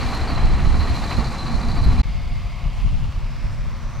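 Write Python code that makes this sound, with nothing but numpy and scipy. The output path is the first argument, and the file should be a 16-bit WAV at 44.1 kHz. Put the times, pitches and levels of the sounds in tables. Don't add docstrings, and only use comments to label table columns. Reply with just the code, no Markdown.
import sys
import numpy as np
from scipy import signal
from scipy.fft import rfft, irfft
from scipy.io import wavfile
from scipy.ndimage import uniform_filter1d, minimum_filter1d

SR = 44100
rng = np.random.default_rng(int(sys.argv[2]) if len(sys.argv) > 2 else 0)


def wrap_up_sound(samples):
    columns = np.atleast_2d(samples).T
    tamed = np.clip(columns, -1, 1)
    steps = np.round(tamed * 32767).astype(np.int16)
    wavfile.write(sys.argv[1], SR, steps)


N = 176400

CUT_S, RESUME_S = 2.018, 2.031
FIRING_BEHIND_HZ, FIRING_SIDE_HZ = 99.05, 99.27

# f/Hz, width/Hz, level/dB
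STEEL = [(2385, 45, -5.5), (4045, 60, -1), (4105, 60, -2), (4290, 170, -10), (4535, 45, -7),
         (5080, 120, -16), (8546, 20, -25), (9030, 40, -28)]
# f/Hz, left-right difference/dB
WIDTH_SIDE = [(200, 12), (1200, -42), (2200, -26), (4000, -12.5), (5500, -10.5), (7000, -2), (9000, 0),
              (12000, 3), (15000, 0)]


def undb(db):
    return 10 ** (np.asarray(db) / 20)


def unit(x):
    return x / np.sqrt(np.mean(x ** 2))


def clock():
    return np.arange(N) / SR


def curves(table):
    rows = np.array(table, float)
    return [np.interp(clock(), rows[:, 0], col) for col in rows.T[1:]]


def bins():
    return np.maximum(np.arange(N // 2 + 1) * SR / N, 1)


def colour(x, points):
    hz, db = np.array(points, float).T
    return irfft(rfft(x) * undb(np.interp(np.log(bins()), np.log(hz), db)), N)


def split(x, hz):
    low = irfft(rfft(x) / (1 + (bins() / hz) ** 6), N)
    return low, x - low


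def ring(x, modes):
    out = 0
    for hz, width, db in modes:
        pole = np.exp((2j * np.pi * hz - np.pi * width) / SR)
        band = signal.butter(2, [.86 * hz, min(1.12 * hz, .45 * SR)], "band", fs=SR, output="sos")
        push = signal.sosfilt(band, x)
        out = out + undb(db) * unit(signal.lfilter([1], [1, -2 * pole.real, abs(pole) ** 2], push))
    return unit(out)


def walk(rate):
    return unit(irfft(rfft(rng.standard_normal(N)) * np.exp(-(bins() / rate) ** 2), N))


def grit(spread_db):
    return unit(rng.standard_normal(N) * undb(spread_db * np.minimum(rng.exponential(size=N), 7)))


def hiss_band(hz, width_hz):
    shape = np.exp(-np.log(2) * (2 * bins() / width_hz) ** 2)
    band = irfft(rfft(rng.standard_normal((2, N))) * shape, N)
    shift_up = np.exp(2j * np.pi * np.cumsum(hz) / SR)
    return unit(np.real((band[0] + 1j * band[1]) * shift_up))


def wavering_tone(hz, waver, rate):
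    return np.sqrt(2) * np.sin(2 * np.pi * np.cumsum(hz * (1 + waver * walk(rate))) / SR)


def strikes(table, decay_s, column=1, rise_s=0.0037):
    loudness = np.zeros(N)
    for row in table:
        age = np.maximum(clock() - row[0], 0)
        loudness += undb(row[column]) * (1 - np.exp(-age / rise_s)) * np.exp(-age / decay_s)
    return loudness


def stereo(mid, side, width):
    return mid + colour(side, width) * np.array([[1], [-1]])


def wind(gusts, spectrum, gain_db, shared, flutter_db):
    level_db, pan_db = curves(gusts)
    swirls = np.sqrt(1 - shared) * rng.standard_normal((2, N)) + np.sqrt(shared) * rng.standard_normal(N)
    low, high = split(unit(colour(swirls * undb(flutter_db * walk(40)), spectrum)), hz=110)
    swell = np.sqrt(uniform_filter1d((low + high) ** 2, SR // 8, axis=1))
    high = high.mean(axis=0) + 0.29 * (high - high.mean(axis=0))
    usual_db = np.median(np.array(gusts)[:, 1])
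    air = low / swell + high * undb(2.5 - 0.21 * (level_db - usual_db))
    return air * undb(level_db + gain_db + 0.43 * np.array([pan_db, -pan_db]))


def pickup():
    # t/s, level/dB
    swishes = [(2.2, -70), (2.73, -60), (3.42, -62), (3.51, -60), (3.9, -66)]
    hiss = [hiss_band(np.full(N, 7500), width_hz=4500) for _ in range(2)]
    return stereo(*hiss, WIDTH_SIDE) * uniform_filter1d(strikes(swishes, decay_s=0.063), SR // 30)


def drive_line():
    # t/s, hum/dB, whine/dB
    levels = [(2.03, -60, -50), (2.25, -52.5, -50), (2.62, -53, -52), (2.9, -63, -59), (4, -65, -68)]
    hum_db, whine_db = curves(levels)
    hum = wavering_tone(hz=705, waver=.008, rate=25) * undb(hum_db + 2 * walk(16))
    whine = undb(whine_db) * hiss_band(np.full(N, 2150), width_hz=230)
    return hum + whine


def engine_drone(firing_hz, column, waver):
    # multiple of the firing rate, level behind/dB, level from the side/dB
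    tones = [(1, -44, -43), (4 / 3, -39.5, -42), (7 / 3, -43, -51), (3.5, -50, -60), (6, -64, -63),
             (7, -60, -62), (9, -64, -63), (11.5, -56, -63)]
    phase = 2 * np.pi * np.cumsum(firing_hz * (1 + waver * walk(5.7))) / SR
    out = 0
    for row in tones:
        strength = np.sqrt(2) * undb(row[column] + 2 * walk(7.5))
        out += strength * np.sin(row[0] * phase + rng.uniform(0, 2 * np.pi))
    return out


def diesel_knock(firing_hz, decay):
    firings = np.cumsum(firing_hz * (1 + 0.0012 * walk(3.4))) / SR
    cylinders = undb(2.9 * rng.standard_normal(size=6))
    return unit(np.exp(-(firings % 1) / decay) * cylinders[firings.astype(int) % len(cylinders)])


def tractor():
    # f/Hz, level/dB
    diesel_tone = [(190, -39), (330, -18), (427, -8), (560, -2.5), (692, -5.5), (800, -5.5), (1040, -1),
                   (1680, -5.5), (2170, -5.5), (3150, -10), (4780, -14.5), (10500, -34.5), (15500, -37.5)]
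    # t/s, body/dB, middle/dB, upper/dB, treble/dB
    passing = [(2.03, -0.5, -2, 8, -0.5), (2.4, -1, -4, 6.5, -0.5), (2.62, -1, -5, 5.5, -1.5),
               (2.85, -1.5, -2, 5, 0), (3.15, -1, 1.5, -4, -0.5), (3.45, -0.5, 2.5, 0, -2),
               (3.7, -0.5, 2, 1, -1.5), (4, 0.5, 3, -2, -2)]
    # t/s, lower f/Hz, lower level/dB, upper f/Hz, upper level/dB
    glide = [(2.03, 2560, -63, 4690, -57), (2.45, 2550, -56.5, 4720, -57), (2.8, 2695, -54, 4730, -67),
             (3.1, 2780, -55.5, 4750, -70), (3.4, 2196, -52.5, 5203, -56), (3.7, 2195, -57.5, 5400, -62.5),
             (4, 2100, -55.5, 6100, -55.5)]
    # t/s, upper f/Hz, upper level/dB, lower f/Hz, lower level/dB
    fan_bands = [(2.03, 1200, -58, 800, -57), (2.4, 1150, -53, 800, -55), (2.55, 1082, -49, 800, -57),
                 (2.8, 1078, -50.5, 820, -52), (3.05, 1104, -62, 850, -54), (3.5, 1130, -60, 950, -66),
                 (3.75, 1082, -50.5, 1020, -54), (4, 1227, -48, 980, -57)]
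    body_db, middle_db, upper_db, treble_db = curves(passing)
    low_hz, low_db, high_hz, high_db = curves(glide)
    fan_hz, fan_db, roar_hz, roar_db = curves(fan_bands)
    knock = diesel_knock(FIRING_SIDE_HZ, decay=.4)
    beat = unit(np.sqrt(1 + .18 * knock ** 2)) * undb(.45 * walk(30))
    pair = []
    for _ in range(2):
        body, rest = split(unit(colour(grit(spread_db=-1.0) * beat, diesel_tone)), hz=1150)
        middle, rest = split(rest, hz=2000)
        upper, treble = split(rest, hz=3400)
        diesel = (body * undb(body_db) + middle * undb(middle_db - 4.0)
                  + upper * undb(upper_db - 7.0) + treble * undb(treble_db + 1.0))
        hiss = undb(low_db + 3.5) * hiss_band(low_hz, width_hz=1080)
        hiss += undb(high_db) * hiss_band(high_hz, width_hz=890)
        fan = undb(fan_db) * hiss_band(fan_hz, width_hz=390)
        fan += undb(roar_db) * hiss_band(roar_hz, width_hz=250)
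        pair.append(undb(-42.5) * diesel + beat * (hiss + fan))
    return stereo(*pair, WIDTH_SIDE) + engine_drone(FIRING_SIDE_HZ, column=2, waver=0.00093)


def panel_booms(shake):
    # f/Hz, width/Hz, level/dB
    panels = [(136, 20, -2), (195, 35, 0), (234, 16, -2), (266, 20, -2), (703, 35, -7), (754, 20, -8),
              (850, 50, -11), (1143, 30, -8), (1890, 30, -19)]
    # t/s, level/dB
    booms = [(.025, -26), (.725, -29), (.985, -27), (1.16, -22.5), (1.485, -25.5), (1.615, -28),
             (1.92, -25)]
    chamber = undb(-34.5) * ring(rng.standard_normal(N) * shake, panels)
    note = wavering_tone(hz=234, waver=.02, rate=10)
    return chamber + undb(2.5) * note * strikes(booms, decay_s=.04, rise_s=.02)


def jangles():
    # t/s, low note/dB, middle note/dB, high note/dB
    strokes = [(.006, -37, -37, -39), (.132, -35, -34, -50), (.276, -45, -34, -36), (.315, -50, -41, -47),
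               (.348, -34, -42, -52), (.435, -44, -42, -42), (0.657, -36, -48, -58), (0.796, -33, -36, -50),
               (.872, -39, -37, -48), (.945, -33.5, -42, -50), (1.027, -41, -46, -41),
               (1.108, -30.5, -40.5, -36), (1.169, -38, -40, -44), (1.244, -37, -40, -39),
               (1.38, -36, -54, -49), (1.455, -39, -45, -40), (1.527, -38, -37, -54),
               (1.686, -45, -50, -38), (1.76, -42, -50, -40), (1.826, -40, -47, -44),
               (1.908, -45, -45, -47), (1.978, -45, -50, -39)]
    decay_s, bounce_s, bounce_db = .026, .011, -1.5
    out, age = np.zeros(2 * N), clock()[:SR // 5]
    for start, *levels in strokes:
        for bounce in range(3):
            first = int((start + bounce * bounce_s * rng.uniform(.7, 1.3)) * SR)
            fade = undb(bounce * bounce_db - 2.5) * np.exp(-age / decay_s)
            notes = (STEEL[1 + bounce % 2], *STEEL[3:5])
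            for (hz, width, _), db in zip(notes, levels):
                pitch_hz = hz + .4 * width * rng.standard_normal()
                note = np.sin(2 * np.pi * (pitch_hz * age + rng.random()))
                out[first:first + len(age)] += undb(db) * note * fade
    return out[:N]


def chain_blows():
    link_db = [0, -1.5, -8, -11]
    slat_hz, first_slat_s, decay_s = 13.6, -0.0105, .027
    link_scatter_db, slat_scatter_db, scatter_s = 1.0, .9, 0.00079
    force, t = np.zeros(N), clock()
    chance = rng.standard_normal((128, 3))
    for k in range(len(chance)):
        slat, link = divmod(k, len(link_db))
        start = first_slat_s + k / len(link_db) / slat_hz + scatter_s * chance[k, 0]
        span = slice(max(int(start * SR), 0), max(int(start * SR) + SR // 10, 0))
        db = link_db[link] + link_scatter_db * chance[k, 1] + slat_scatter_db * chance[slat, 2]
        force[span] += undb(db) * np.exp(-(t[span] - start) / decay_s)
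    return force / np.sqrt(np.mean(force[:N // 2] ** 2))


def baler():
    # f/Hz, level/dB
    frame_tone = [(180, -35), (300, -0.5), (343, -1), (486, -2), (649, -2), (719, 1.5), (1060, 0.5),
                  (1150, 0.5), (1600, -6.5), (1890, -4.5), (2390, -7.5), (2650, -9), (3500, -15.5),
                  (4550, -76), (7700, -120)]
    # f/Hz, level/dB
    hay_tone = [(2500, -40), (3700, 5), (5000, 1), (6000, -1.5), (7000, -4), (8200, -8), (9200, -10.5),
                (10400, -16.5), (12000, -17.5), (13200, -23.5), (15500, -26)]
    # t/s, low clatter/dB, high rattle/dB, hay rustle/dB
    load = [(0, -31.5, -29.5, -49), (.15, -32.5, -31, -49), (.3, -31.5, -32.5, -52),
            (.55, -33.5, -31.5, -53), (.75, -33.5, -34, -51.5), (.92, -34.5, -32, -49),
            (1.15, -32.5, -34, -48.5), (1.35, -34.5, -35, -51.5), (1.6, -33.5, -35.5, -52),
            (1.85, -36, -36.5, -53.5), (2, -36, -33.5, -52.5)]
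    # t/s, low clatter/dB, high rattle/dB
    knocks = [(.122, -23, -31), (.295, -33, -33), (.372, -27.5, -28), (.588, -42, -29), (.738, -27, -42),
              (.803, -32, -28.5), (1.108, -33, -27), (1.178, -27, -35)]
    # t/s, level/dB
    ringing = [(0, -41.5), (.3, -42), (.55, -44.5), (.85, -44.5), (1.15, -43), (1.4, -45.5), (1.6, -44),
               (1.8, -43.5), (2, -42.5)]
    # t/s, level/dB
    chink_hits = [(.005, -58), (.06, -59), (.08, -55), (.14, -57), (.275, -62), (.795, -57), (.884, -59),
                  (.945, -59), (1.034, -54), (1.094, -57), (1.164, -57), (1.682, -61), (1.754, -61),
                  (1.834, -61), (1.911, -60)]
    # f/Hz, width/Hz, level/dB
    chink_notes = [(11300, 300, 0), (11850, 350, -7)]
    clatter_db, rattle_db, hay_db = curves(load)
    steel_db, = curves(ringing)
    blows = chain_blows()
    engine = diesel_knock(FIRING_BEHIND_HZ, decay=.3)
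    shake = unit(np.sqrt(1 + .4 * blows ** 2 + .03 * engine ** 2)) * undb(.8 * walk(25))
    rustle = unit(np.sqrt(1 + .04 * blows ** 2)) * undb(.6 * walk(40))
    clatter = np.hypot(undb(clatter_db - 0.46), strikes(knocks, decay_s=0.027))
    rattle = np.hypot(undb(rattle_db - 1.2), strikes(knocks, decay_s=0.027, column=2))
    chink_level = undb(-73.5) * blows + strikes(chink_hits, decay_s=.018) * undb(2 * walk(90))
    pair = []
    for _ in range(2):
        low, high = split(unit(colour(grit(spread_db=0.5) * shake, frame_tone)), hz=1510)
        frame = low * clatter + high * rattle
        hay = unit(colour(grit(spread_db=3.0) * rustle, hay_tone))
        steel = unit(sum(undb(note[2]) * ring(grit(spread_db=2.5) * blows, [note]) for note in STEEL))
        chinks = chink_level * ring(grit(spread_db=4.5), chink_notes)
        pair.append(frame + hay * undb(hay_db + 5.5) + steel * undb(steel_db - 1.5) + chinks)
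    # f/Hz, left-right difference/dB
    width = [(200, -48), (1200, -70), (2200, -27.5), (4000, -18.5), (5500, -11), (7000, -8.5), (9000, -5),
             (12000, -3), (15000, 1)]
    machine = stereo(*pair, width) + panel_booms(shake) + jangles()
    return machine + engine_drone(FIRING_BEHIND_HZ, column=1, waver=0.0043)


def scene():
    # t/s, level/dB, lean to the left/dB
    gusts_behind = [(0.0, -25, 1), (0.19, -29, -1), (0.22, -19, 2), (0.25, -30, 0), (0.46, -16, -0.5),
                    (0.62, -21.5, 3), (0.65, -16.5, -8), (0.79, -19.5, -3), (0.82, -18.5, -8),
                    (0.86, -25, 1), (0.93, -19.5, 1.5), (0.96, -27.5, -7), (1.13, -29, 8.5),
                    (1.19, -23, -13), (1.28, -27.5, 4), (1.33, -31, -4), (1.36, -30, -2), (1.41, -35.5, 1),
                    (1.44, -28, 3), (1.51, -29, -4), (1.54, -21, -11), (1.58, -25.5, -3), (1.82, -20, 0.5),
                    (1.87, -13, -1), (1.95, -21, 1), (2.01, -15.5, 1)]
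    gusts_side = [(2.04, -70, -5), (2.056, -22, -7.5), (2.11, -25, 6.5), (2.22, -28.5, 2.5),
                  (2.344, -25, 0), (2.606, -34, 5), (2.646, -21, 5), (2.722, -30.5, 1),
                  (2.836, -21.5, -1.5), (2.858, -20, 4.5), (3.104, -27, 2.5), (3.12, -40, 10),
                  (3.164, -26, -1), (3.278, -27.5, 2.5), (3.36, -32.5, 0), (3.448, -24, -1.5),
                  (3.514, -30.5, -2), (3.666, -25.5, 3), (3.792, -34.5, 1), (3.818, -27.5, -1),
                  (3.912, -32.5, 1.5), (4.0, -29.5, 1)]
    # f/Hz, level/dB
    wind_behind = [(8, -34), (20, 3.5), (33, -1.5), (60, -1.5), (100, -11), (160, -17), (250, -28),
                   (400, -38), (800, -54), (2000, -109)]
    wind_side = [(8, -53), (20, -1.5), (33, 6), (60, -4.5), (100, -9.5), (160, -16), (250, -27.5),
                 (400, -43.5), (800, -43), (2000, -112)]
    behind = baler() + wind(gusts_behind, wind_behind, gain_db=4, shared=0.31, flutter_db=0.0)
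    beside = tractor() + drive_line() + pickup()
    beside += wind(gusts_side, wind_side, gain_db=4.5, shared=0.19, flutter_db=0.5)
    rumble = undb(-50) * unit(colour(rng.standard_normal(N), wind_behind))
    t, fade_s = clock(), .002
    behind_on = np.clip((CUT_S - t) / fade_s, 0, 1)
    beside_on = np.clip(np.minimum(t - RESUME_S, t[-1] - t) / fade_s, 0, 1)
    return rumble + behind * behind_on + beside * beside_on


def record(dry):
    ceiling, top_hz = .8, 15730
    peak = np.maximum(abs(dry).max(axis=0), 1e-6)
    safe_gain = np.minimum(1, ceiling / peak)
    smooth_gain = uniform_filter1d(minimum_filter1d(safe_gain, SR // 100), SR // 100)
    treble_cut = signal.ellip(12, .1, 90, top_hz, fs=SR, output="sos")
    return signal.sosfilt(treble_cut, dry * smooth_gain)


dry = scene()
out = record(dry)
wrap_up_sound(out)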